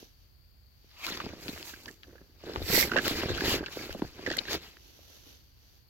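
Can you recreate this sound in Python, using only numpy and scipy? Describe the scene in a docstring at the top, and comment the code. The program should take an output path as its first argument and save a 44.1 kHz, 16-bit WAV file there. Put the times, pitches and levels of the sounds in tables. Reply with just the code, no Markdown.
"""A few steps through dry grass on a stream bank, close to a hand-held phone, after some shifting of the feet.
Blades swish as grains of noise that follow each sweep of a boot; matted turf crunches under load and thuds.
Stalks creak, stems snap and dull knocks sound as rough pushes into short resonances.
A sleeve brushes the microphone ports once and faint rustles come and go: finer grains of cloth-like friction.
Open air adds a faint low rumble and thin hiss; each of the two ports colours the treble in its own way."""
import sys
import numpy as np
from scipy import signal
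from scipy.fft import rfft, irfft, next_fast_len
from scipy.io import wavfile
from scipy.ndimage import uniform_filter1d, map_coordinates

SR = 44100
rng = np.random.default_rng(int(sys.argv[2]) if len(sys.argv) > 2 else 0)


def file_out(sig):
    """Save sig as 16-bit WAV at sys.argv[1]."""
    # one column per channel
    cols = np.atleast_2d(sig).T
    # limit, then scale
    lim = np.clip(cols, -1, 1)
    pcm = np.round(lim * 32767).astype(np.int16)
    wavfile.write(sys.argv[1], SR, pcm)


N = 259749
TIME = np.arange(N) / SR  # seconds

# Levels in the tables are those at the source, ahead of any layer gain and of the port colouring.
# Open air at the two ports. Each row: frequency in Hz, left and right relative level in dB.
AIR_SPECTRUM = [(20, -20, -20.5), (43.6, -1.5, -2.5), (73.4, -2.5, 0), (132, -12, -10.5), (206, -20.5, -20),
                (796, -32.5, -30.5), (2200, -31.5, -33), (4080, -30, -37), (4520, -15, -35.5),
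                (5550, -36, -41.5), (6580, -47.5, -35.5), (9000, -46.5, -48.5), (13400, -29.5, -29),
                (15500, -39, -33)]
# Jacket cloth on the left and right, before the port colouring. Each row: frequency in Hz, left and right
# relative level in dB.
RUSTLE_SPECTRUM = [(120, -1.5, -17.5), (286, 4.5, 10.5), (696, -3, 1.5), (1130, -8, -3.5),
                   (1600, -1.5, -11), (2170, -4.5, -3.5), (2950, 4, -6), (3930, 1, 2), (4820, -7.5, 1.5),
                   (5860, -4, 5.5), (7550, 0.5, -7.5), (12400, 3.5, 2), (15700, -4, 0.5)]
# Faint rustles: the jacket shifting with the arms, and a faint swish near 2 s. Each row: time of full speed
# in seconds, level in dB, rise, hold and fall in seconds.
RUSTLES = [(0, -59.5, .05, 0.017, .15), (0.217, -74, .15, 0.022, 0.12), (0.86, -73.5, 0.26, .05, .2),
           (2.04, -69.5, 0.13, 0.045, 0.74), (4.867, -63.5, 0.52, 0.019, 0.53),
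           (5.14, -60, 0.42, 0.017, 0.22), (5.288, -60.5, 0.19, 0.013, 0.24),
           (5.64, -70.5, 0.29, 0.13, .12)]
# Sleeve cloth at the two ports. Each row: frequency in Hz, left and right relative level in dB.
SLEEVE_SPECTRUM = [(396, -18.5, -17), (990, -25, -16.5), (1530, -29, -16.5), (2020, -11, -1),
                   (2900, -18, -13.5), (3740, -10, -10), (4350, -3.5, -10), (4990, -12, -9),
                   (5700, -28, -5), (6630, -27, -15.5), (7400, -41, -7), (9360, -36, -23.5),
                   (12720, -33.5, -3), (16000, -48, -16.5)]
# The sleeve's one stroke. The row: time of full speed, rise, hold and fall, all in seconds.
SLEEVE_STROKE = (2.75, 0.087, .06, 0.064)
# Colour of the two microphone ports. Each row: frequency in Hz, left and right gain in dB.
PORT_COLOUR = [(3500, -1, -3.5), (4650, 2, -1.5), (4960, -1, -2.5), (5900, -16, -0.5), (7540, -28.5, -2.5),
               (8280, -28, -12.5), (9800, -23, -13), (10370, -14.5, -10), (12480, -14.5, -3.5),
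               (15500, -15, -12.5)]
# The heel's weight landing on soft ground. Each row: time in seconds, peak level in dB, pitch in Hz.
HEEL_THUDS = [(1.243, -38, 85.5), (1.531, -44, 74), (2.572, -30.5, 67), (2.618, -31.5, 68),
              (2.801, -44, 68.7), (3.305, -30, 58.5), (3.59, -41.5, 67), (3.911, -38.5, 46),
              (4.035, -39, 47.1), (4.281, -51, 88.5)]
# Dull knocks: tussocks under the sole, and a few faint handling or settling knocks. Each row: time in
# seconds, peak level in dB, pitch in Hz.
DULL_KNOCKS = [(0.025, -37, 213), (0.841, -51.5, 207), (1.101, -31.5, 410), (1.118, -36, 199),
               (1.238, -30.5, 280), (1.261, -30, 200), (1.29, -35, 300), (1.332, -29, 305),
               (1.529, -33, 207), (1.558, -36.5, 600), (1.732, -40.5, 221), (1.902, -41.5, 256),
               (2.079, -46, 380), (2.151, -42.5, 382), (2.435, -34, 400), (2.469, -32, 400),
               (2.493, -24.5, 376), (2.516, -34, 374), (2.555, -28, 350), (2.601, -28.5, 278),
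               (2.615, -24.5, 290), (2.776, -18, 350), (2.921, -25, 272), (2.957, -16, 560),
               (2.964, -19, 303), (2.975, -16.5, 308), (2.986, -22.5, 293), (3.063, -23.5, 283),
               (3.107, -22.5, 299), (3.231, -19.5, 390), (3.3, -19.5, 370), (3.418, -20.5, 300),
               (3.537, -18.5, 364), (3.626, -25.5, 423), (3.768, -23.5, 360), (3.891, -28.5, 406),
               (3.946, -27.5, 313), (3.992, -31.5, 247), (4.019, -16, 278), (4.04, -30, 353),
               (4.189, -31.5, 318), (4.273, -21.5, 367), (4.308, -22.5, 310), (4.374, -28, 295),
               (4.506, -29, 480), (4.52, -31, 483), (4.546, -22.5, 274), (4.988, -49, 605),
               (5.262, -49, 353)]
# Bent stalks slipping with a short creak. Each row: time in seconds, peak level in dB, pitch in Hz.
STALK_CREAKS = [(1.066, -30, 1080), (1.078, -29.5, 1420), (1.086, -31, 1440), (1.202, -25.5, 1060),
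                (1.737, -34, 1690), (1.857, -39.5, 1030), (1.88, -33, 1730), (1.886, -33.5, 1770),
                (2.04, -43, 1660), (2.156, -46, 1590), (2.18, -46.5, 1640), (2.214, -52, 1630),
                (2.826, -15, 2140), (2.895, -31, 1540), (2.917, -17, 1550), (2.935, -19, 1650),
                (2.965, -12, 1650), (2.975, -15, 1660), (2.985, -13.5, 1690), (2.993, -16.5, 1610),
                (3.055, -24.5, 1450), (3.38, -26, 1560), (3.408, -21.5, 1700), (3.592, -38, 1560),
                (3.638, -31.5, 1600), (3.665, -28.5, 1600), (3.682, -32, 1590), (3.766, -37, 1610),
                (3.791, -34, 2180), (3.905, -34, 1610), (4.263, -17.5, 1810), (4.271, -24, 1770),
                (4.301, -22.5, 1790), (4.315, -21.5, 1820), (4.336, -27.5, 1610), (4.367, -26, 2000),
                (4.453, -34.5, 1700), (4.482, -28, 1680)]
# Rings of a dry stalk. Each row: multiple of its pitch, width in Hz, level in dB.
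STALK_RINGS = [(1, 185, -4.5), (1.62, 396, -17.5), (2.5, 1200, -22.5)]
# Dry stems breaking. Each row: time in seconds, peak level in dB, pitch in Hz, length of the tear in seconds.
STEM_SNAPS = [(1.201, -27, 1160, 0.0022), (1.217, -33, 2190, 0.0012), (1.264, -34, 790, 0.0009),
              (1.482, -20, 2550, 0.0003), (1.577, -34.5, 1800, 0.00036), (1.628, -26.5, 3600, 0.00078),
              (1.858, -30, 3450, 0.0016), (1.884, -29, 8000, .001), (1.912, -35, 7000, 0.00081),
              (2.033, -36, 2560, 0.001), (2.56, -23.5, 1020, 0.00035), (2.960, -24.5, 690, 0.00053),
              (3.067, -19, 1180, 0.0015), (3.234, -25.5, 890, 0.00073), (3.407, -19.5, 2670, 0.002),
              (3.633, -38, 690, 0.00075), (3.661, -24.5, 3000, 0.0065), (3.949, -37.5, 790, 0.00044),
              (4.02, -24, 895, 0.0006), (4.302, -25.5, 4300, 0.0025), (4.314, -26, 4240, 0.0051),
              (4.326, -25, 4000, 0.0017), (4.37, -13, 9350, 0.001), (4.384, -19, 3400, 0.0055),
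              (4.769, -37, 1930, 0.00093)]
# One thicker twig breaking to the left. The row: time in seconds, peak level in dB.
TWIG_BREAK = (4.3875, -16)
# Rings of that twig. Each row: frequency in Hz, width in Hz, level in dB.
TWIG_RINGS = [(2980, 330, -4), (3900, 410, -1)]
# Crushed turf. Each row: frequency in Hz, relative level in dB.
TURF_SPECTRUM = [(30, -8), (70, -1.5), (160, -4.5), (260, -2), (350, 1.5), (480, -5), (650, -12),
                 (1000, -20.5), (2000, -19.5), (5000, -68)]
# Weight pressing on the matted turf. Each row: time of full load in seconds, level in dB, hold and release
# in seconds.
TURF_PRESSES = [(1.107, -46, 0.15, 0.49), (1.477, -47, 0.026, 0.28), (1.885, -51.5, 0.0074, 0.059),
                (2.082, -58, 0.092, .25), (2.474, -46.5, 0.13, 0.11), (2.709, -32.5, 0.12, 0.14),
                (2.935, -33.5, 0.039, 0.097), (3.053, -36.5, 0.29, 0.34), (3.448, -33.5, 0.071, 0.21),
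                (3.798, -44.5, 0.023, 0.24), (4.02, -46, 0.033, 0.074), (4.195, -49.5, 0.024, 0.049),
                (4.287, -38, 0.027, 0.055), (4.385, -41.5, 0.013, 0.061), (4.527, -42.5, 0.033, 0.041),
                (4.595, -56, 0.017, 0.33)]
# Blades rubbing along the boot. Each row: frequency in Hz, relative level in dB.
BLADE_SPECTRUM = [(250, -21), (600, -1), (1000, 2), (1600, 0.5), (2400, 6), (3500, 4), (4800, 3.5),
                  (7000, -5), (14000, -52)]
# Tips of the blades. Each row: frequency in Hz, relative level in dB.
TIP_SPECTRUM = [(2000, -45.5), (4000, -9), (5500, 1), (8000, 4), (12000, 4.5), (16000, 7.5)]
# A boot sweeping through the blades. Each row: time of full speed in seconds, level in dB, treble relative
# to it in dB, rise, hold and fall in seconds.
BOOT_SWEEPS = [(1.064, -39.5, -4, 0.11, .025, 0.07), (1.125, -45.5, -9, 0.091, .04, 0.4),
               (1.432, -51.5, 1, 0.088, 0.16, 0.12), (1.656, -48, 2.5, 0.051, 0.022, 0.16),
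               (1.838, -63, 4, 0.18, 0.048, 0.21), (2.47, -54, -6, 0.11, 0.11, .1),
               (2.709, -37.5, -6.5, 0.14, 0.11, 0.27), (3.055, -36, -3, .1, 0.033, 0.32),
               (3.17, -41.5, -13.5, .15, .15, 0.39), (3.487, -32, -4, 0.14, 0.061, 0.051),
               (3.741, -47.5, -4, 0.18, 0.093, 0.45), (4.075, -61, -5.5, 0.13, 0.14, .2),
               (4.295, -46.5, -8.5, 0.13, 0.04, 0.34), (4.522, -38.5, -7, 0.1, 0.031, 0.045),
               (4.623, -54.5, -5, .1, 0.065, 0.085)]

TIP_POWER = 1.18  # the hiss of the tips grows faster with speed than the scrape does
LOAD_S = 0.098  # seconds in which the load on the turf gains its last 20 dB
PORT_LAG_S = .00005  # seconds by which the left port hears the steps later
TOP_HZ = 15900  # upper limit of the phone


def undb(db):
    """Decibels to gain."""
    return 10 ** (np.asarray(db) / 20)


def unit(x):
    """Scale to an rms of 1."""
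    return x / np.sqrt(np.mean(x ** 2))


def colour(x, points, size=4096):
    """Minimum-phase, hence causal, filter from (Hz, dB) or (Hz, left dB, right dB) points."""
    hz, *sides = np.transpose(points)
    log_hz = np.log(np.maximum(np.fft.rfftfreq(size, 1 / SR), 1))
    gains = undb([np.interp(log_hz, np.log(hz), db) for db in sides])
    # folding the cepstrum onto positive time makes the response causal
    cepstrum = irfft(np.log(gains))
    cepstrum[:, 1:size // 2] *= 2
    cepstrum[:, size // 2 + 1:] = 0
    response = irfft(np.exp(rfft(cepstrum)))
    return signal.fftconvolve(x, response, axes=1)[:, :N]


def resonate(x, hz, width_hz):
    """One resonance, gain 1 at its centre."""
    return signal.lfilter(*signal.iirpeak(hz, hz / width_hz, fs=SR), x)


def walk(rate):
    """Smooth random wander with an rms of 1, taking `rate` new values a second."""
    k = int(SR / rate)
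    steps = np.repeat(rng.standard_normal(N // k + 1), k)
    return unit(uniform_filter1d(steps, k)[:N])


def stereo(mid, side, side_db, pan_db=0):
    """Left and right from a shared part and an opposed part; a positive pan leans left."""
    side = side * undb(side_db)
    left = (mid + side) * undb(pan_db / 2)
    right = (mid - side) * undb(-pan_db / 2)
    return np.array([left, right])


def grains(rate, spread_db, length_s, cap=5.1):
    """Two rows of noise under shared tiny fractures; a positive spread makes a few strong, a negative a few weak."""
    happens = rng.random(N) < rate / SR
    sizes = undb(spread_db * np.minimum(rng.exponential(size=N), cap)) * happens
    power = signal.lfilter([1], [1, -np.exp(-1 / (length_s * SR))], sizes ** 2)
    return unit(np.sqrt(power) * rng.standard_normal((2, N)))


def contact(length_s, tail_db, tail_s, size=6000):
    """A short rough push, with a weaker trail of settling fibres; two unrelated rows."""
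    t = TIME[:size]
    envelope = np.exp(-t / length_s) + undb(tail_db) * np.exp(-t / tail_s)
    return rng.standard_normal((2, size)) * envelope


def add(out, s, db, sound):
    """Mix a two-channel sound in from time s, its middle peaking at db."""
    i = max(int(s * SR), 0)
    middle_peak = np.abs(sound.mean(axis=0)).max()
    out[:, i:i + sound.shape[1]] += (sound * undb(db) / middle_peak)[:, :N - i]


def swell(s, rise_s, hold_s, fall_s):
    """One movement: it gains 20 dB in rise_s up to time s, holds, then loses 20 dB every fall_s."""
    early, late = np.maximum(s - TIME, 0), np.maximum(TIME - s - hold_s, 0)
    return undb(-20 * (early / rise_s + late / fall_s))


def together(gains):
    """Overlapping movements add in power."""
    return np.sqrt(sum(gain ** 2 for gain in gains))


def patchy(x, patchy_db=2.5, rate=55, count=9):
    """Ever different blades are touched, so each band swells and fades on its own."""
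    edges = np.r_[0, np.geomspace(1000, 7000, count), SR]  # Hz
    size = next_fast_len(N, real=True)
    hz, spectrum = np.fft.rfftfreq(size, 1 / SR), rfft(x, size)
    out = np.zeros((2, N))
    for low, high in zip(edges, edges[1:]):
        band = irfft(spectrum * ((hz >= low) & (hz < high)), size)[:, :N]
        out += band * undb(patchy_db * walk(rate))
    return out


def ports(x):
    """The left port lies a little farther from the feet, so it hears them PORT_LAG_S later."""
    left = map_coordinates(x[0], [(TIME - PORT_LAG_S) * SR])
    return np.array([left, x[1]])


def air(db=-59.5, rumble_hz=60, width_hz=90):
    """A faint rumble, much alike at both ports, under a steady thin hiss that is not."""
    rumble = resonate(stereo(*rng.standard_normal((2, N)), side_db=-8), rumble_hz, width_hz)
    noise = rng.standard_normal((2, N))
    hiss = noise - resonate(noise, rumble_hz, width_hz)  # leaves room for the rumble
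    return undb(db) * unit(colour(rumble + hiss, AIR_SPECTRUM))


def rustles(db=11.0):
    """Faint rustles, mostly jacket cloth shifting with the arms: dense small friction grains."""
    cloth = unit(colour(grains(rate=5700, spread_db=2.5, length_s=0.00092), RUSTLE_SPECTRUM))
    speed = together(undb(level_db) * swell(s, *shape) for s, level_db, *shape in RUSTLES)
    return cloth * undb(db) * speed


def sleeve(db=-22.0):
    """Cloth slides right over the ports: fine, bright friction, different at each."""
    cloth = unit(colour(grains(rate=7100, spread_db=0.0, length_s=0.00027), SLEEVE_SPECTRUM))
    return cloth * undb(db) * swell(*SLEEVE_STROKE)


def thuds(width_hz=40, lead_s=0.0073):
    """Soft ground answers the heel with a few slow swings, begun lead_s ahead of the listed time."""
    out = np.zeros((2, N))
    for s, peak_db, hz in HEEL_THUDS:
        push = stereo(*contact(length_s=0.045, tail_db=-15, tail_s=0.023), side_db=-7.5, pan_db=2.5)
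        swing = resonate(resonate(push, hz, width_hz), hz, 2 * width_hz)
        add(out, s - lead_s, peak_db, swing)
    return out


def knocks(width_hz=280, soft_hz=550, offset_s=0.002525, band_hz=(170, 850), rough_db=-14):
    """Mostly a tussock collapsing: a dull knock a few cycles long, offset_s after its listed time."""
    out = np.zeros((2, N))
    damping = signal.butter(2, band_hz, "bandpass", fs=SR)
    for s, peak_db, hz in DULL_KNOCKS:
        push = undb(rough_db) * contact(length_s=0.0021, tail_db=-13.5, tail_s=0.012)
        push[0, 0] += 2  # one sharp push
        push = stereo(*push, side_db=-14.5, pan_db=-4.5)
        body = resonate(resonate(push, hz, width_hz), hz, soft_hz)
        add(out, s + offset_s, peak_db, signal.lfilter(*damping, body))
    return out


def stalk(slip, hz, skirt_hz=1500):
    """The short ring of a dry stalk: three broad resonances, narrowed around its pitch."""
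    ring = sum(undb(db) * resonate(slip, hz * ratio, width_hz) for ratio, width_hz, db in STALK_RINGS)
    return resonate(ring, hz, skirt_hz)


def creaks():
    """A stalk slips under load and rings for a few milliseconds."""
    out = np.zeros((2, N))
    for s, peak_db, hz in STALK_CREAKS:
        slip = stereo(*contact(length_s=0.0027, tail_db=-4.0, tail_s=0.0058), side_db=-6.0, pan_db=-10.0)
        add(out, s, peak_db, stalk(slip, hz))
    return out


def snaps(tear_db=3.5):
    """A stem breaks: one sharp crack and a short tear in a resonance as wide as its pitch."""
    out = np.zeros((2, N))
    for s, peak_db, hz, length_s in STEM_SNAPS:
        tear = undb(tear_db) * contact(length_s, tail_db=-21, tail_s=0.0058)
        tear[0, 0] += 2  # the first fibre gives way at once
        crack = stereo(*tear, side_db=-3.5, pan_db=1.5)
        width_hz = min(hz, SR / 4)
        add(out, s, peak_db, resonate(resonate(crack, hz, width_hz), hz, width_hz))
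    return out


def twig(pan_db=12, skirt_hz=2500):
    """A thicker twig cracks underfoot, to the left, and rings briefly at two pitches."""
    out = np.zeros((2, N))
    crack = stereo(*contact(length_s=0.002, tail_db=-22, tail_s=.004), side_db=-3, pan_db=pan_db)
    ring = np.zeros_like(crack)
    for hz, width_hz, db in TWIG_RINGS:
        ring += undb(db) * resonate(resonate(crack, hz, width_hz), hz, skirt_hz)
    add(out, *TWIG_BREAK, ring)
    return out


def turf(crunch_db=2.5, ticks_db=-9.0, tick_hz=1620, uneven_db=2.5):
    """Matted grass compresses in muffled crunches, much alike at both ports; small stalks tick in it."""
    weight = together(undb(db) * swell(s, LOAD_S, hold_s, release_s) for s, db, hold_s, release_s in TURF_PRESSES)
    weight = weight * undb(uneven_db * walk(70))  # the mat gives way in fits
    crushing = stereo(*grains(rate=400, spread_db=2.0, length_s=0.0014), side_db=-20.0, pan_db=-4.5)
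    crunch = unit(colour(crushing, TURF_SPECTRUM))
    slips = stereo(*grains(rate=100, spread_db=0.5, length_s=0.00072), side_db=2.0, pan_db=-1.5)
    ticks = unit(stalk(slips, tick_hz))
    return weight * (undb(crunch_db) * crunch + undb(ticks_db) * ticks)


def swish(body_db=4.5, tips_db=11.0, crackle_db=-8.0, flutter_db=1.5):
    """Blades scrape the boots in dense tiny slips, a few crackle; their tips hiss when the foot swings fast."""
    sweeps = [(swell(s, *shape), db, treble_db) for s, db, treble_db, *shape in BOOT_SWEEPS]
    body = together(undb(db) * speed for speed, db, _ in sweeps)
    tips = together(undb(db + treble_db) * speed ** TIP_POWER for speed, db, treble_db in sweeps)
    crackle = undb(crackle_db) * grains(rate=130, spread_db=4.0, length_s=0.00061)
    slips = grains(rate=2200, spread_db=-2.5, length_s=0.0028) + crackle
    scrape = unit(colour(patchy(stereo(*slips, side_db=-7)), BLADE_SPECTRUM))
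    tip_slips = grains(rate=7400, spread_db=-4.5, length_s=0.00078) + crackle
    hiss = unit(colour(tip_slips, TIP_SPECTRUM))
    flutter = undb(flutter_db * walk(50))
    return (undb(body_db) * body * scrape + undb(tips_db) * tips * hiss) * flutter


def scene():
    """Steps and rustles reach the phone through its coloured ports; sleeve and air carry their own port spectra."""
    steps = thuds() + knocks() + creaks() + snaps() + twig() + turf() + swish()
    return air() + sleeve() + colour(rustles() + ports(steps), PORT_COLOUR)


def record(dry):
    """The phone cuts the top with a steep low-pass."""
    low_pass = signal.ellip(10, .2, 80, TOP_HZ, fs=SR, output="sos")  # 0.2 dB ripple, 80 dB rejection
    return signal.sosfilt(low_pass, dry)


dry = scene()
out = record(dry)
file_out(out)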